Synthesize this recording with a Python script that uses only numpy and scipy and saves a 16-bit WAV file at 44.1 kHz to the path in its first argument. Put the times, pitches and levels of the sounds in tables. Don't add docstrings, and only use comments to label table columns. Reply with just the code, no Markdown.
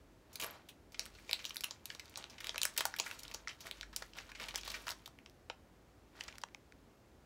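import sys
import numpy as np
from scipy import signal
from scipy.fft import rfft, irfft, next_fast_len
from scipy.io import wavfile
from scipy.ndimage import uniform_filter1d

SR = 44100
rng = np.random.default_rng(int(sys.argv[2]) if len(sys.argv) > 2 else 0)


def dump(signal):
    limited = np.clip(np.atleast_2d(signal).T, -1, 1)
    pcm = np.round(limited * 32767).astype(np.int16)
    wavfile.write(sys.argv[1], SR, pcm)


def ratio(d):
    e = np.asarray(d, float) / 20
    return 10 ** e


N = 319725

# (frequency [Hz], relative density [dB per Hz])
AIR_COLOUR = [(25, -15), (36, -12), (70, -2.5), (98, -5.5), (163, -10.5), (286, -8.5), (431, -12.5),
              (520, -14), (950, -19.5), (1960, -25.5), (3000, -30.5), (7600, -36), (8400, -38.5),
              (15000, -42)]
AIR_RMS_DB = -63
# (time [s], rms level [dB])
HUM_LEVEL = [(0.0, -71), (0.06, -66), (0.62, -90), (0.97, -63), (2.3, -85), (2.48, -65), (2.82, -70),
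             (3.01, -90), (3.25, -62), (3.47, -65), (3.53, -82), (3.82, -57), (4.18, -66), (4.7, -57),
             (5.09, -71.5), (7.25, -72)]
HUM_HZ, HUM_SPREAD_HZ = 48.8, 3.52
# (frequency [Hz], t60 [s], level [dB])
ROOM_TAIL = [(400, 0.015, -1.5), (930, 0.33, -7), (2490, 0.15, -6), (5000, 0.18, -7.5), (8000, 0.16, -3.5),
             (14100, 0.11, -12)]
# (delay [s], level [dB])
BOUNCES = [(.0021, -23.5), (.0034, -25), (.0085, -49.5)]
# (time [s], room share [dB])
ROOM_SHARE = [(0, -0.5), (.9, -1), (4.9, -3.5), (5.2, -2.5), (6.2, -6.5), (7.25, -28)]
# (time [s], click level [dB])
LINK_TOUCHES = [(0.4635, -40), (0.509, -45)]
# (frequency [Hz], level over click [dB], t60 [s])
LINK_MODES = [(12500, 2, 0.023), (7000, -14, .004)]
# (time [s], peak level [dB])
PANEL_POPS = [(0.3991,-45.5),(0.4387,-46),(.4438,-35),(1.2945,-40.5),(1.7104,-46),(1.9507,-46.5),(2.1743,-41),(2.493,-40.5),(2.545,-38),
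              (2.5592,-37.5),(2.6325,-46),(2.6523,-39),(2.7815,-38),(2.7907,-37.5),(2.8068,-29.5),(2.8544,-39),(2.9854,-43),(2.9989,-33.5),(3.3425,-43),(3.3464,-43),
              (3.653,-44),(4.0208,-40),(4.2033,-42.5),(4.4048,-43.5),(4.5432,-43.5),(4.5577,-41),(4.6783,-37),(4.8697,-50),(4.9168,-44),(5.5002,-33),
              (6.2827,-44.5),(6.4379,-48),(6.5474,-48.5)]
POP_FALL_S = 0.0032
# (time of firmest grip [s], rustle level [dB],
# time held before it [s, sign ignored], brightness [dB per octave])
SQUEEZES = [(.34,-63.5,.01,-3.5),(0.447,-50,0.013,-4),(1.03,-59.5,0.035,0.5),(1.2,-65,.05,1),(1.5,-60.5,0.22,1.5),(1.68,-58,0.031,-1),(1.92,-59,0.019,1),
            (2.1,-66.5,0.068,-0.5),(2.19,-55.5,0.012,-3),(2.33,-59.5,0.016,-2),(2.48,-53.5,.03,-0.5),(2.68,-54.5,0.046,1),(2.82,-51,0.012,1),(3.1,-50,0.051,0.5),(3.37,-60.5,0.13,-1),(3.5,-60.5,.01,-0.5),
            (3.68,-56.5,0.036,0),(3.78,-60.5,.03,0.5),(3.99,-59.5,0.011,2),(4.198,-54,0.027,-1),(4.461,-50,0.046,-1),(4.76,-52,0.098,0.5),(4.91,-59,0.11,2),
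            (6.191,-59,0.027,-2.5),(6.245,-57,0.041,-0.5),(6.3,-73,.01,-7)]
GRIP_DB_PER_S, LET_GO_DB_PER_S = 384, 114
# (frequency [Hz], level [dB])
FILM_COLOUR = [(500, -6.5), (1000, 3), (2000, 6.5), (4000, 9.5), (6500, 5), (9000, -1), (15000, -1)]
# (time [s], body peak [dB], crease pitch [Hz], treble edge peak [dB],
# time to lose 10 dB [doublings of 1 ms, at most 4 used])
SNAPS = [(.33,-54,5940,-48,7),(0.3565,-33,4540,-31,1.5),(0.3987,-32,3120,-31.5,3.5),(0.4133,-41,5270,-29.5,2),(0.4226,-31.5,2980,-35,4),
         (0.4372,-31,2260,-23,-3.5),(.443,-32.5,2300,-30,2),(0.6871,-40,3350,-47,21),(0.9208,-49.5,5070,-55,7.5),(0.9447,-39,2750,-67,2.5),
         (0.9945,-19.5,5020,-29,0),(1.0554,-37.5,3720,-37,0.5),(1.0614,-41,1540,-41,1.5),(1.15,-49,3600,-70,7.5),(1.186,-46,1930,-70,2.5),
         (1.2934,-30,2510,-64,1.4),(1.312,-22.5,4470,-31,-1),(1.3309,-14.5,4180,-26,-0.5),(1.3919,-39,2460,-61,4),(1.4438,-33,3550,-51,0),
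         (1.4527,-21.5,3820,-32,-1.3),(1.458,-35.5,6050,-44,4),(1.4952,-34,5150,-37,0),(1.507,-33,3100,-48,1),(1.5443,-43,6570,-42,2),
         (1.559,-34.5,1870,-27,-3),(1.568,-22,4730,-23.5,-0.5),(1.6079,-29,5000,-30.5,1),(1.637,-27,3440,-36,1.5),(1.6419,-24,2620,-22,1),
         (1.7091,-28,5700,-47,1),(1.8562,-32,5000,-29.5,1.1),(1.902,-31,2300,-57,1),(1.949,-37.5,4700,-48,1.5),(1.996,-32,2230,-45,2.24),
         (2.057,-43,4830,-48,-0.7),(2.0803,-46,4800,-59,0),(2.096,-60,7020,-47,2),(2.1408,-44.5,2790,-54,-4),(2.158,-30,3360,-75,0),(2.1733,-34,7750,-36,2.8),(2.2262,-39,3870,-61,-8),
         (2.2411,-32,3540,-76,0.5),(2.2986,-43,5140,-54,4),(2.3816,-42,2420,-60,3),(2.404,-37.5,2300,-44,3),(2.444,-27.5,4170,-36,0.8),
         (2.463,-37,3900,-56,-0.5),(2.47,-25.5,3600,-34,-1),(2.4936,-23,3430,-57,0),(2.5442,-36.5,1480,-49,2),(2.5586,-31,3160,-61,0.5),
         (2.58,-23.5,2850,-26.5,1.3),(2.6165,-19,4400,-26,.2),(2.6321,-20.5,4000,-16.5,0.3),(2.653,-24,1790,-16,0.64),(2.739,-44,7450,-47,0.5),
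         (2.7638,-40,1790,-45,2.5),(2.766,-37,4290,-42,1.2),(2.7766,-25.5,3840,-18.5,2.5),(2.781,-31,1770,-33,1.5),(2.7886,-30.5,4700,-42,4),
         (2.8069,-22.5,2620,-27.5,2.1),(2.854,-20.5,1070,-18.5,1),(2.8647,-45,850,-35,2.5),(2.9402,-28.5,1540,-65,.5),(2.9634,-36.5,3050,-38,2),
         (2.9869,-33,5170,-29,1.5),(2.99,-27,3300,-45,2),(2.999,-17.5,5870,-28,1),(3.02,-36,6480,-47,0),(3.063,-32,1720,-39,3.5),
         (3.112,-29.5,1920,-36.5,1),(3.1896,-40,6830,-48,3),(3.194,-40,5210,-37,1),(3.203,-45,3360,-41,1),(3.233,-39,4900,-39,2),(3.2522,-37.5,3040,-55,0.3),
         (3.2802,-37.5,4760,-45,0.7),(3.3142,-36.5,2550,-44,1.4),(3.3195,-38,6240,-64,-4),(3.3403,-37,4900,-40.5,2),(3.3449,-29,5700,-38,2),
         (3.4741,-29,1750,-65,1.5),(3.482,-28,5200,-64,0),(3.491,-36.5,2720,-62,4),(3.6055,-39,5700,-46,4),(3.659,-43,1880,-50,3.5),
         (3.6693,-33.5,1750,-33,-3),(3.7121,-25,4200,-32,-0.9),(3.811,-25.5,4760,-45,-3.5),(3.8301,-34,1930,-70,2),(3.9295,-45,1410,-59,4),
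         (3.9626,-24.5,5760,-20.5,1.54),(4.0225,-32.5,1520,-45,2),(4.1346,-42,3770,-61,1),(4.186,-33,2150,-52,2),(4.2918,-45,1300,-58,4),
         (4.3175,-38.5,2030,-49,1.5),(4.3499,-39.5,2170,-65,4),(4.399,-33.5,2100,-47,1.2),(4.4028,-36,1820,-53,1.5),(4.4233,-41,2150,-46,1),
         (4.4403,-33,2300,-50,0),(4.4851,-33.5,2900,-42,2.8),(4.5089,-34.5,3340,-53,.5),(4.5417,-37.5,830,-56,-0.4),(4.5466,-33.5,3140,-41,-9),
         (4.553,-33,2120,-51,3.5),(4.5578,-22.5,6130,-30.5,1),(4.5757,-39,1370,-37.5,3),(4.5805,-37,3320,-52,4.2),(4.6107,-40,5900,-51,2.5),
         (4.6333,-36,3230,-56,1.2),(4.6485,-42,3450,-46,4),(4.6773,-33.5,3800,-34,2.5),(4.702,-32.5,4540,-39,2),(4.7165,-35.5,3530,-39,2.5),
         (4.7412,-34,2110,-58,4.5),(4.7496,-41,2500,-58,6),(4.8682,-33.5,1190,-44,3.9),(4.8814,-27,1480,-39,0.5),(4.8905,-26,3600,-35,1),
         (4.8992,-34,1060,-39,4),(4.9062,-24.5,4460,-31,-1),(4.916,-34,4630,-44,3),(4.924,-37,1600,-45,-1.5),(5.0592,-37.5,4300,-45,2.2),
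         (5.077,-41.5,940,-39,-1),(5.1882,-42,2500,-51,-2),(5.2609,-37.5,2560,-75,0.8),(5.2975,-47,4570,-48,-1.5),(5.499,-27.5,3050,-72,1.5),
         (6.2086,-27,2550,-56,1),(6.237,-40.5,5200,-47,2),(6.2807,-37.5,6240,-54,2.5),(6.284,-38,2100,-58,2.5),(6.3258,-43,2410,-65,0.5),
         (6.341,-49,830,-72,-1.5),(6.3553,-45.5,3100,-58,1.5),(6.383,-39,1700,-35,0.5),(6.416,-46,4840,-51,2.4),(6.4365,-25.5,1040,-64,0.4),
         (6.4865,-50,1710,-81,-11),(6.5467,-36.5,2700,-49,0),(6.7228,-45,1920,-79,0)]
THUMP_UNDER_DB = 24.5


def rms_one(x):
    return x / np.sqrt(np.mean(x ** 2) + 1e-20)


def at_hz(points, hz, axis=1):
    points = np.array(points)
    return np.interp(np.log(hz), np.log(points[:, 0]), points[:, axis])


def at_time(points):
    return np.interp(np.arange(N) / SR, *np.transpose(points))


def drift(knots_per_s):
    knots = rng.standard_normal(2000)
    return np.interp(np.arange(N) / SR * knots_per_s, np.arange(len(knots)), knots)


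def ring(clicks, hz, t60_s):
    radius = ratio(-60 / (t60_s * SR))
    angle = 2 * np.pi * hz / SR
    poles = [1, -2 * radius * np.cos(angle), radius * radius]
    return signal.lfilter([0, np.sin(angle)], poles, clicks + 1e-18)


def bandpass(x, order, low_hz, high_hz):
    sos = signal.butter(order, [low_hz, high_hz], "band", fs=SR, output="sos")
    return signal.sosfilt(sos, x)


def burst(noise, low_hz, high_hz, fall_s):
    dying = noise * ratio(-10 * np.arange(len(noise)) / SR / fall_s)
    dying[0] = 4.1 * np.sign(noise[0])
    x = bandpass(dying, 3, low_hz, min(high_hz, 0.45 * SR))
    return x / np.abs(x).max()


def room_tone():
    size = next_fast_len(N)
    hz = np.maximum(np.arange(size // 2 + 1) * SR / size, 1)
    spectrum = rfft(rng.standard_normal(size)) * ratio(at_hz(AIR_COLOUR, hz))
    air = ratio(AIR_RMS_DB) * rms_one(irfft(spectrum, size)[:N])
    cycles = np.cumsum(HUM_HZ + HUM_SPREAD_HZ * drift(2.9)) / SR
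    hum = ratio(at_time(HUM_LEVEL)) * np.sqrt(2) * np.sin(2 * np.pi * cycles)
    return air + hum


def room(x):
    t = np.arange(SR // 2) / SR
    response = np.zeros(len(t))
    for hz in np.geomspace(350, 14000, num=12):
        band = bandpass(rng.standard_normal(len(t)), 2, hz / 1.18, hz * 1.18)
        t60_s = at_hz(ROOM_TAIL, hz)
        decay = ratio(at_hz(ROOM_TAIL, hz, axis=2) - 60 * t / t60_s)
        response += band * decay / np.sqrt(t60_s * SR / np.log(1e6))
    response *= np.clip(t / 0.00077, 0, 1)
    for delay_s, db in BOUNCES:
        response[round(delay_s * SR)] += ratio(db)
    sent = x * ratio(at_time(ROOM_SHARE))
    return x + signal.fftconvolve(sent, response)[:N]


def bracelet():
    clicks = np.zeros(N)
    for s, db in LINK_TOUCHES:
        clicks[round(s * SR)] = ratio(db)
    return sum(ratio(db) * ring(clicks, hz, t60_s) for hz, db, t60_s in LINK_MODES)


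def pops():
    size = 1800
    out = np.zeros(N + size)
    for s, db in PANEL_POPS:
        at = round(s * SR)
        out[at:at + size] += ratio(db) * burst(rng.standard_normal(size), 379, 1300, POP_FALL_S)
    return out[:N]


def grip():
    t = np.arange(0, N, 64) / SR
    s, db, held_s, tilt_db = np.transpose(SQUEEZES)[:, :, None]
    rise_db = GRIP_DB_PER_S * np.maximum(s - np.abs(held_s) - t, 0)
    fall_db = LET_GO_DB_PER_S * np.maximum(t - s, 0)
    power = ratio(2 * (db - rise_db - fall_db)) + 1e-30
    total = power.sum(0)
    level = np.sqrt(total)
    tilt = (power * tilt_db).sum(0) / total
    samples_s = np.arange(N) / SR
    return np.interp(samples_s, t, level), np.interp(samples_s, t, tilt)


def rustle():
    level, tilt_db = grip()
    born = rng.random(N) < 2500 * ratio(5.0 * drift(40)) / SR
    size = ratio(3.4 * np.minimum(rng.exponential(1, N), 4))
    crackles = born * size * rng.choice([-1, 1], N)
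    patch_of = rng.integers(0, 16, N)
    slide = rng.standard_normal(N)
    out = 0
    for k, hz in enumerate(np.geomspace(500, 15000, num=16)):
        push = rms_one(crackles * (patch_of == k)) + ratio(-5) * np.roll(slide, 997 * k)
        contact = ring(push, hz, 4.2 / hz)
        patch = rms_one(ring(contact, hz, 2.7 / hz))
        out = out + patch * ratio(at_hz(FILM_COLOUR, hz) + tilt_db * np.log2(hz / 3000))
    return level * rms_one(out)


def snaps():
    size, thump_delay = 1800, round(0.001 * SR)
    out = np.zeros(N + 2 * size)
    for s, body_db, hz, edge_db, doublings in SNAPS:
        at = round(s * SR)
        fall_s = 2 ** min(doublings, 4) / 1000
        pitched, broad, bright, dull, uneven = rng.standard_normal((5, size))
        slips = ratio(2.95 * rms_one(uniform_filter1d(uneven, size=20)))
        body = burst(slips * pitched, hz / 1.407, hz * 1.105 + 400, fall_s)
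        body += burst(slips * broad, max(0.58 * hz - 900, 1100), 5500 + 0.19 * hz, 0.87 * fall_s)
        edge = burst(slips * bright, 4500, 15560, 0.83 * fall_s)
        thump = burst(dull, 400, 1700, 0.0008 + 2.8 * fall_s)
        out[at:at + size] += ratio(body_db) * body / np.abs(body).max()
        out[at:at + size] += ratio(edge_db) * edge
        late = at + thump_delay
        out[late:late + size] += ratio(body_db - THUMP_UNDER_DB) * thump
    return out[:N]


def scene():
    sources = bracelet() + pops() + rustle() + snaps()
    return (room_tone() + room(sources))[None]


def band_limit(x):
    return signal.sosfilt(signal.butter(12, 16970, fs=SR, output="sos"), x)


def record(dry):
    high_pass = signal.butter(2, 34, "high", fs=SR, output="sos")
    low_pass = signal.cheby1(8, 1, 15700, fs=SR, output="sos")
    mix = signal.sosfilt(low_pass, signal.sosfilt(high_pass, dry))
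    return band_limit(mix)


dry = scene()
out = record(dry)
dump(out)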